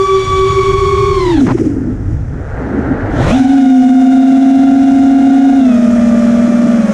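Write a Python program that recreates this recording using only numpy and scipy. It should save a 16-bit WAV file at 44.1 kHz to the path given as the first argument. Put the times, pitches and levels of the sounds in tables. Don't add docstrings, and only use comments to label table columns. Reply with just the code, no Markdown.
import sys
import numpy as np
from scipy import signal
from scipy.fft import rfft, irfft, next_fast_len
from scipy.io import wavfile
from scipy.ndimage import uniform_filter1d, minimum_filter1d

SR = 44100
rng = np.random.default_rng(int(sys.argv[2]) if len(sys.argv) > 2 else 0)


def store_wav(level_fs):
    pcm = np.round(np.clip(np.atleast_2d(level_fs), -1, 1) * 32767)
    wavfile.write(sys.argv[1], SR, pcm.T.astype(np.int16))


N = 305613
TIME = np.arange(N) / SR

# time in seconds, shaft speed of the leading rotor in Hz.
THROTTLE = [(0, 392), (.33, 383), (1.1, 403), (1.19, 387), (1.33, 336), (1.44, 256), (1.52, 130),
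            (1.88, 92), (2.14, 119), (2.45, 48), (3.2, 112), (3.36, 264), (3.54, 275), (3.78, 257.5),
            (4.7, 272), (5.58, 272), (5.74, 240), (6.1, 236.8), (6.73, 238), (6.87, 224)]
# time in seconds, then the shares by which rotors 2 and 3 trail the leader.
STEERING = [(0, .026, .022), (.33, .003, .004), (.55, .036, .021), (1.05, .086, .056), (1.22, .085, .05),
            (1.36, .11, .08), (1.8, .22, .1), (3.38, .06, .05), (3.56, .12, .097), (3.8, .069, .057),
            (4.35, .137, .081), (4.7, .148, .091), (5.2, .142, .095), (5.45, .124, .098), (6.2, .169, .082),
            (6.93, .172, .083)]
def rotor_speeds():
    lead_hz, = in_time(THROTTLE)
    second, third = in_time(STEERING)
    return [lead_hz * (1 - lag) for lag in (0, second, third, second - third)]


def shaft_angle(speed_hz, turbulence):
    wobble = 0.000628 + 0.00815 * turbulence ** 3
    return 2 * np.pi * np.cumsum(speed_hz * (1 + wobble * drift(9.16))) / SR


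# hum, blade tone, overtones, stator teeth, magnets, in dB.
ROTOR_BALANCE = [(0.1, -16, -7, -12, 1), (-1.5, -0.5, 1, 2.5, -5.5), (1.4, -6, -4, -4.5, -5),
                 (-11, -15.5, -13.5, -18.5, -10)]
# multiple of the shaft speed, relative level in dB.
OVERTONES = [(4, -18.5), (6, -3.5), (9, -12.5), (12, -19), (15, -21), (18, -27), (21, -27.5)]
# dB at idle, cruise and full throttle, then dB added by spin-up, braking and turbulence.
BLADE_LEVEL_DB = (-34, -22, -17, 13, -21.5, 1)
OVERTONE_LEVEL_DB = (-33, -36.5, -33, 9.5, -10.5, 8.5)
BLADES = 3
def blade_tones(angles, lead_hz, turbulence, flutter_rad):
    tone, overtones = 0, 0
    for angle, (_, tone_gain, overtone_gain, _, _) in zip(angles, from_db(ROTOR_BALANCE)):
        bite = angle + flutter_rad * turbulence ** 2 * drift(70)
        tone += tone_gain * partials(bite, [(BLADES, 0)], rough=0.33 * turbulence)
        overtones += overtone_gain * partials(bite, OVERTONES, rough=0.36)
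    return (tone * rotor_gain(BLADE_LEVEL_DB, lead_hz, turbulence),
            overtones * rotor_gain(OVERTONE_LEVEL_DB, lead_hz, turbulence))


# shaft speed in Hz, leader in dB, other rotors in dB.
HUM_RESPONSE = [(50, -28, -44), (110, -22.5, -26), (203, -27, -16.5), (234, -9.5, -18), (261.2, -4, -12.5),
                (284, -5.5, -19.5), (310, -8.5, -26), (383, -14, -18.5)]
def imbalance_hum(angles, speeds, turbulence, octave_db):
    shaft_hz, lead_db, others_db = np.transpose(HUM_RESPONSE)
    hum = 0
    for i, (angle, hz, balance) in enumerate(zip(angles, speeds, ROTOR_BALANCE)):
        gain = from_db(balance[0] + np.interp(hz, shaft_hz, others_db if i else lead_db))
        hum += gain * partials(angle, [(1, 0), (2, octave_db)], rough=0.19 * turbulence)
    return hum


# multiple of the shaft speed, relative level in dB.
TOOTH_ORDERS = [(12, 2), (24, -13)]
MAGNET_ORDERS = [(14, 0), (28, -15.5)]
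MOTOR_LEVEL_DB = (-66, -54.5, -54, 20, 8.5, -0.6)
def motor_whine(angles, lead_hz, turbulence):
    whine = 0
    for angle, (*_, tooth_gain, magnet_gain) in zip(angles, from_db(ROTOR_BALANCE)):
        whine += tooth_gain * partials(angle, TOOTH_ORDERS, rough=0.29)
        whine += magnet_gain * partials(angle, MAGNET_ORDERS, rough=0.15)
    return whine * rotor_gain(MOTOR_LEVEL_DB, lead_hz, turbulence, strain_hz_per_s=410)


# pitch in Hz, width in Hz, gain in dB.
FRAME_MODES = [(2533, 52, 0), (3450, 49, 2), (3694, 70, 6), (4020, 220, 2.5), (5740, 68, 2), (6800, 180, 9)]
def through_frame(x):
    return x + sum(from_db(db) * signal.lfilter(*signal.iirpeak(hz, hz / width, fs=SR), x)
                   for hz, width, db in FRAME_MODES)


# centre in seconds, spread in seconds, pitch in Hz, level in dB.
JOLTS = [(1.555, 0.0035, 340, 2.5), (1.57, 0.0079, 280, -10.5), (1.621, 0.0037, 365, 0.5),
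         (1.646, 0.0041, 330, -7), (1.675, 0.0074, 300, -5)]
def frame_jolts():
    jolts = 0
    for centre, spread, hz, db in JOLTS:
        swell = np.exp(-np.minimum(((TIME - centre) / spread) ** 2 / 2, 20))
        jolts += from_db(db) * swell * np.sin(2 * np.pi * hz * TIME + rng.uniform(0, 2 * np.pi))
    return jolts


# start, attack and end in seconds,
# then frame shudder, hiss and tip vortices in dB.
STALLS = [(1.38, 0.036, 1.67, -12, -41.5, -60), (3.099, 0.25, 3.33, -28.5, -32, -31)]
def stall(layer, fall_db_per_s):
    column = ("shudder", "hiss", "tips").index(layer)
    envelope = 0
    for start, attack, end, *levels_db in STALLS:
        rise = np.clip((TIME - start) / attack, 0, 1)
        envelope += rise * from_db(levels_db[column] - fall_db_per_s * np.maximum(TIME - end, 0))
    return envelope


# frequency in Hz, relative density in dB.
HISS_SPECTRUM = [(800, 5), (2000, 9.5), (2900, 0.5), (3600, -8), (4400, -6.5), (5100, 1.5), (5800, 3.5),
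                 (6800, 2), (8000, -3.5), (10000, -9.5), (12000, -22), (14500, -23)]
TIP_SPECTRUM = [(1200, -3.5), (2200, -8), (3300, 8), (4200, -0.5), (5200, -17.5), (8000, -23.5),
                (13000, -33)]
HISS_LEVEL_DB = (-58.5, -39, -38, -2, -12, 6.5)
TIP_LEVEL_DB = (-73, -56, -40, 8.5, 2.5, 8.5)
def blade_noise(lead_hz, turbulence):
    hiss = rotor_gain(HISS_LEVEL_DB, lead_hz, turbulence) + stall("hiss", fall_db_per_s=151)
    tips = rotor_gain(TIP_LEVEL_DB, lead_hz, turbulence) + stall("tips", fall_db_per_s=166.5)
    return hiss * air_noise(HISS_SPECTRUM, gust_db=0.45) + tips * air_noise(TIP_SPECTRUM, gust_db=2.0)


# time in seconds, level in dB.
PORT_WIND = [(0, -25), (.75, -15), (1.4, -17), (1.85, -23.5), (2.15, -14), (2.75, -26.5), (3.13, -16.5),
             (3.27, -11), (3.58, -34), (4.35, -40), (4.8, -29.5), (5.45, -36), (6.1, -26), (6.93, -40)]
# frequency in Hz, relative density in dB.
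BUFFET_SPECTRUM = [(15, -6), (30, 2.5), (60, 3), (115, 5.5), (170, -4.5), (260, -35.5), (500, -53)]
def wind_buffet():
    wind_db, = in_time(PORT_WIND)
    return from_db(wind_db) * air_noise(BUFFET_SPECTRUM, gust_db=1.2)


# start in seconds, length in seconds, level in dB.
WAKE_HITS = [(1.466, 0.006, -15), (1.476, 0.046, -19), (1.569, 0.0176, -22)]
# frequency in Hz, relative density in dB.
WAKE_SPECTRUM = [(60, -11), (250, 9), (600, 12.5), (1100, 10), (2000, 0), (3500, -15), (6000, -19),
                 (12000, -61)]
def wake_hits(ragged_db, edge_s):
    blasts = 0
    for start, length, db in WAKE_HITS:
        corners_s = start + np.array([0, edge_s, length, length + 2 * edge_s])
        blasts += from_db(db) * np.interp(TIME, corners_s, [0, 1, 1, 0])
    return blasts * from_db(ragged_db * drift(160)) * air_noise(WAKE_SPECTRUM, gust_db=3.0)


# time in seconds, level in dB.
RUSH_LEVEL = [(0, -39.5), (.3, -36), (1.4, -37), (1.8, -36), (2.25, -39), (2.6, -25), (3.12, -21.5),
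              (3.28, -19.5), (3.55, -58.5), (4, -37), (5.4, -31.5), (6.93, -27.5)]
# frequency in Hz, relative density in dB.
RUSH_SPECTRUM = [(250, -12), (450, 5), (620, 0.5), (850, -2), (1050, -12), (1400, -3), (1900, -10),
                 (2300, -22), (2800, -28.5), (3500, -35.5), (4300, -36.5), (7000, -54.5)]
def air_rush():
    rush_db, = in_time(RUSH_LEVEL)
    return from_db(rush_db) * air_noise(RUSH_SPECTRUM, gust_db=0.23)


# frequency in Hz, relative density in dB.
SHUDDER_SPECTRUM = [(90, -15.5), (130, 0), (190, -1.5), (270, 9), (370, -2), (450, -7), (600, -23.5),
                    (1000, -49)]
def frame_shudder(mean_db, db_per_rush_db):
    rush_db, = in_time(RUSH_LEVEL)
    shaking = from_db(mean_db + db_per_rush_db * (rush_db - rush_db.mean()))
    return (shaking + stall("shudder", fall_db_per_s=45.5)) * air_noise(SHUDDER_SPECTRUM, gust_db=3.5)


IDLE_HZ, CRUISE_HZ, FULL_HZ = 105, 225, 386
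def rotor_gain(rule, lead_hz, turbulence, strain_hz_per_s=1960):
    idle, cruise, full, spin_up, braking, disturbed = rule
    hz_per_s = uniform_filter1d(np.gradient(lead_hz), size=2645) * SR
    strain = np.tanh(hz_per_s / strain_hz_per_s)
    strain_db = spin_up * np.maximum(strain, 0) + braking * np.maximum(-strain, 0)
    steady_db = np.interp(lead_hz, [IDLE_HZ, CRUISE_HZ, FULL_HZ], [idle, cruise, full])
    return from_db(steady_db + strain_db + disturbed * turbulence)


def partials(angle, orders, rough):
    return sum(np.sqrt(2) * from_db(db) * (1 + rough * drift(52))
               * np.sin(multiple * angle + rng.uniform(0, 2 * np.pi)) for multiple, db in orders)


def air_noise(spectrum, gust_db):
    size = next_fast_len(N)
    hz, level_db = np.transpose(spectrum)
    log_hz = np.log(np.arange(size // 2 + 1) * SR / size + 1)
    beyond = np.abs(log_hz - np.clip(log_hz, np.log(hz[0]), np.log(hz[-1])))
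    gain = from_db(np.interp(log_hz, np.log(hz), level_db) - 50 * beyond)
    noise = irfft(rfft(rng.standard_normal(size)) * gain, size)[:N]
    return rms_one(noise * from_db(gust_db * drift(5.8)))


def drift(rate_hz):
    step, settle = 20, 2000
    pole = np.exp(-2 * np.pi * rate_hz * step / SR)
    white = rng.standard_normal(N // step + settle + 2)
    slow = signal.lfilter([1], [1, -2 * pole, pole * pole], white)[settle:]
    return np.interp(np.arange(N) / step, np.arange(len(slow)), rms_one(slow))


def in_time(rows):
    seconds, *columns = np.transpose(rows)
    return [np.interp(TIME, seconds, column) for column in columns]


def from_db(db):
    return 10 ** (np.asarray(db) / 20)


def rms_one(x):
    return x / np.sqrt(np.mean(x ** 2) + 1e-20)


# time in seconds, turbulence from 0 to 1.
TURBULENCE = [(0, 0.31), (.6, .48), (1.1, 0.27), (1.4, .97), (3.35, .97), (3.75, 0.19), (6.1, 0.41),
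              (6.93, .54)]
POWER_OFF_S, POWER_ON_S, POWER_FADE_S = 1.425, 3.12, 0.018
def scene():
    turbulence, = in_time(TURBULENCE)
    speeds = rotor_speeds()
    lead_hz = speeds[0]
    angles = [shaft_angle(hz, turbulence) for hz in speeds]
    hum = imbalance_hum(angles, speeds, turbulence, octave_db=-29)
    tone, overtones = blade_tones(angles, lead_hz, turbulence, flutter_rad=0.33)
    whine = through_frame(overtones + motor_whine(angles, lead_hz, turbulence))
    powered = np.clip(np.maximum(POWER_OFF_S - TIME, TIME - POWER_ON_S) / POWER_FADE_S, 0, 1)
    frame = frame_jolts() + frame_shudder(mean_db=-29.5, db_per_rush_db=1.03)
    chop = 1 + 0.18 * sum(np.cos(BLADES * angle) for angle in angles)
    air = chop * (blade_noise(lead_hz, turbulence) + air_rush())
    wind = wind_buffet() + wake_hits(ragged_db=2.5, edge_s=0.0015)
    return (tone + hum + powered * whine + frame + air + wind)[None]


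def limiter(x, ceiling_db, release_db_per_s):
    over_db = np.maximum(20 * np.log10(np.abs(x) + 1e-9) - ceiling_db, 0)
    ramp = release_db_per_s * TIME
    duck_db = np.maximum.accumulate(over_db + ramp, axis=-1) - ramp
    return x * from_db(uniform_filter1d(minimum_filter1d(-duck_db, size=89), size=89))


CUTOFF_HZ = 15000
def record(dry):
    held = limiter(dry, ceiling_db=-1.45, release_db_per_s=119.0)
    return signal.sosfilt(signal.cheby2(12, 70, CUTOFF_HZ, fs=SR, output="sos"), held)


dry = scene()
out = record(dry)
store_wav(out)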